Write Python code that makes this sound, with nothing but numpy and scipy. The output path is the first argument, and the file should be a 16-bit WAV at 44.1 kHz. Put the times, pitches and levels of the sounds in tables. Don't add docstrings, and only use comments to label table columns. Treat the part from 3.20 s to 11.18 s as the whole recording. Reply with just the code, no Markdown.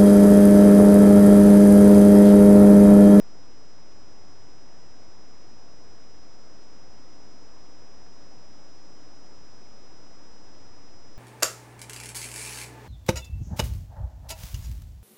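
import sys
import numpy as np
from scipy.fft import rfft, irfft, next_fast_len
from scipy.io import wavfile
from scipy.ndimage import map_coordinates

SR = 44100
rng = np.random.default_rng(int(sys.argv[2]) if len(sys.argv) > 2 else 0)


def transcribe(signal):
    frames = np.atleast_2d(signal).T
    limited = np.clip(frames, -1, 1)
    pcm = np.round(limited * 32767).astype(np.int16)
    wavfile.write(sys.argv[1], SR, pcm)


N = 351918

# frequency in Hz, relative strength in dB.
WASH_SPECTRUM = [(20, -3), (45, -0.5), (72, 0), (120, -2), (175, -2.5), (280, -1.46), (500, -4), (850, -7),
                 (1200, -10.3), (2200, -18.5), (3500, -28), (8000, -53)]
def distant_wash(level_db=-55, drift_db=0.17):
    loudness = amp(level_db + drift_db * wobble(1.5))
    return loudness * noise(lambda hz: amp(along(WASH_SPECTRUM, hz)))


# multiple of the base pitch, level in dB.
WHINE_OVERTONES = [(5, -91), (6, -89.5), (7, -61), (8, -66.5), (9, -90.5), (10, -89)]
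def circuit_whine(t, load, base_hz=8000 / 11, base_db=-76.5, flutter_db=0.5):
    phase = 2 * np.pi * base_hz * t
    base_tone = amp(base_db) * np.sin(phase)
    overtones = sum(amp(db) * np.sin(round(multiple) * phase + 2 * np.pi * rng.random())
                    for multiple, db in WHINE_OVERTONES)
    flutter = amp(flutter_db * load)
    return np.sqrt(2) * flutter * (base_tone + overtones)


# frequency in Hz, relative strength in dB.
HISS_SPECTRUM = [(100, 1.5), (5000, 2), (7200, 1), (7700, -1.5), (8000, -4.5), (8300, -10), (8750, -24.5),
                 (9000, -37)]
def preamp_hiss(load, level_db=-66.0, flutter_db=0.16):
    loudness = amp(level_db + flutter_db * load)
    return loudness * noise(lambda hz: amp(along(HISS_SPECTRUM, hz)))


# pitch in Hz, spread to either side in Hz, level in dB.
DRONE_BANDS = [(99.8, 2.8, -72), (298.3, 21, -67)]
def distant_drones():
    return sum(amp(db) * noise(lambda hz: 1 / (1 + ((hz - pitch) / spread) ** 2))
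               for pitch, spread, db in DRONE_BANDS)


def supply_load(t, cycle_hz=9.93, mid_rest_s=0.055, rest_share=0.4):
    glide = -np.cos(2 * np.pi * cycle_hz * (t - mid_rest_s))
    jump = np.sign(glide + np.cos(np.pi * rest_share))
    return 0.5 * glide + 0.5 * jump


def amp(db):
    return 10 ** (np.asarray(db) / 20)


def along(points, hz):
    frequencies, values = np.transpose(points)
    return np.interp(np.log1p(hz), np.log1p(frequencies), values)


def wobble(rate):
    points = rng.standard_normal(int(N * rate / SR) + 4)
    return map_coordinates(points, [np.arange(N) * rate / SR])


def noise(gain):
    size = next_fast_len(N + SR)
    hz = np.fft.rfftfreq(size, 1 / SR)
    shaped = irfft(rfft(rng.standard_normal(size)) * gain(hz), size)[:N]
    return shaped / np.sqrt(np.mean(shaped ** 2) + 1e-20)


def scene():
    t = np.arange(N) / SR
    load = supply_load(t)
    return (distant_wash() + distant_drones() + preamp_hiss(load) + circuit_whine(t, load))[None]


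def record(dry):
    top_hz, offset = 9000, -0.0206
    size = next_fast_len(N + SR)
    kept = np.fft.rfftfreq(size, 1 / SR) < top_hz
    return irfft(rfft(dry, size) * kept, size)[..., :N] + offset


dry = scene()
out = record(dry)
transcribe(out)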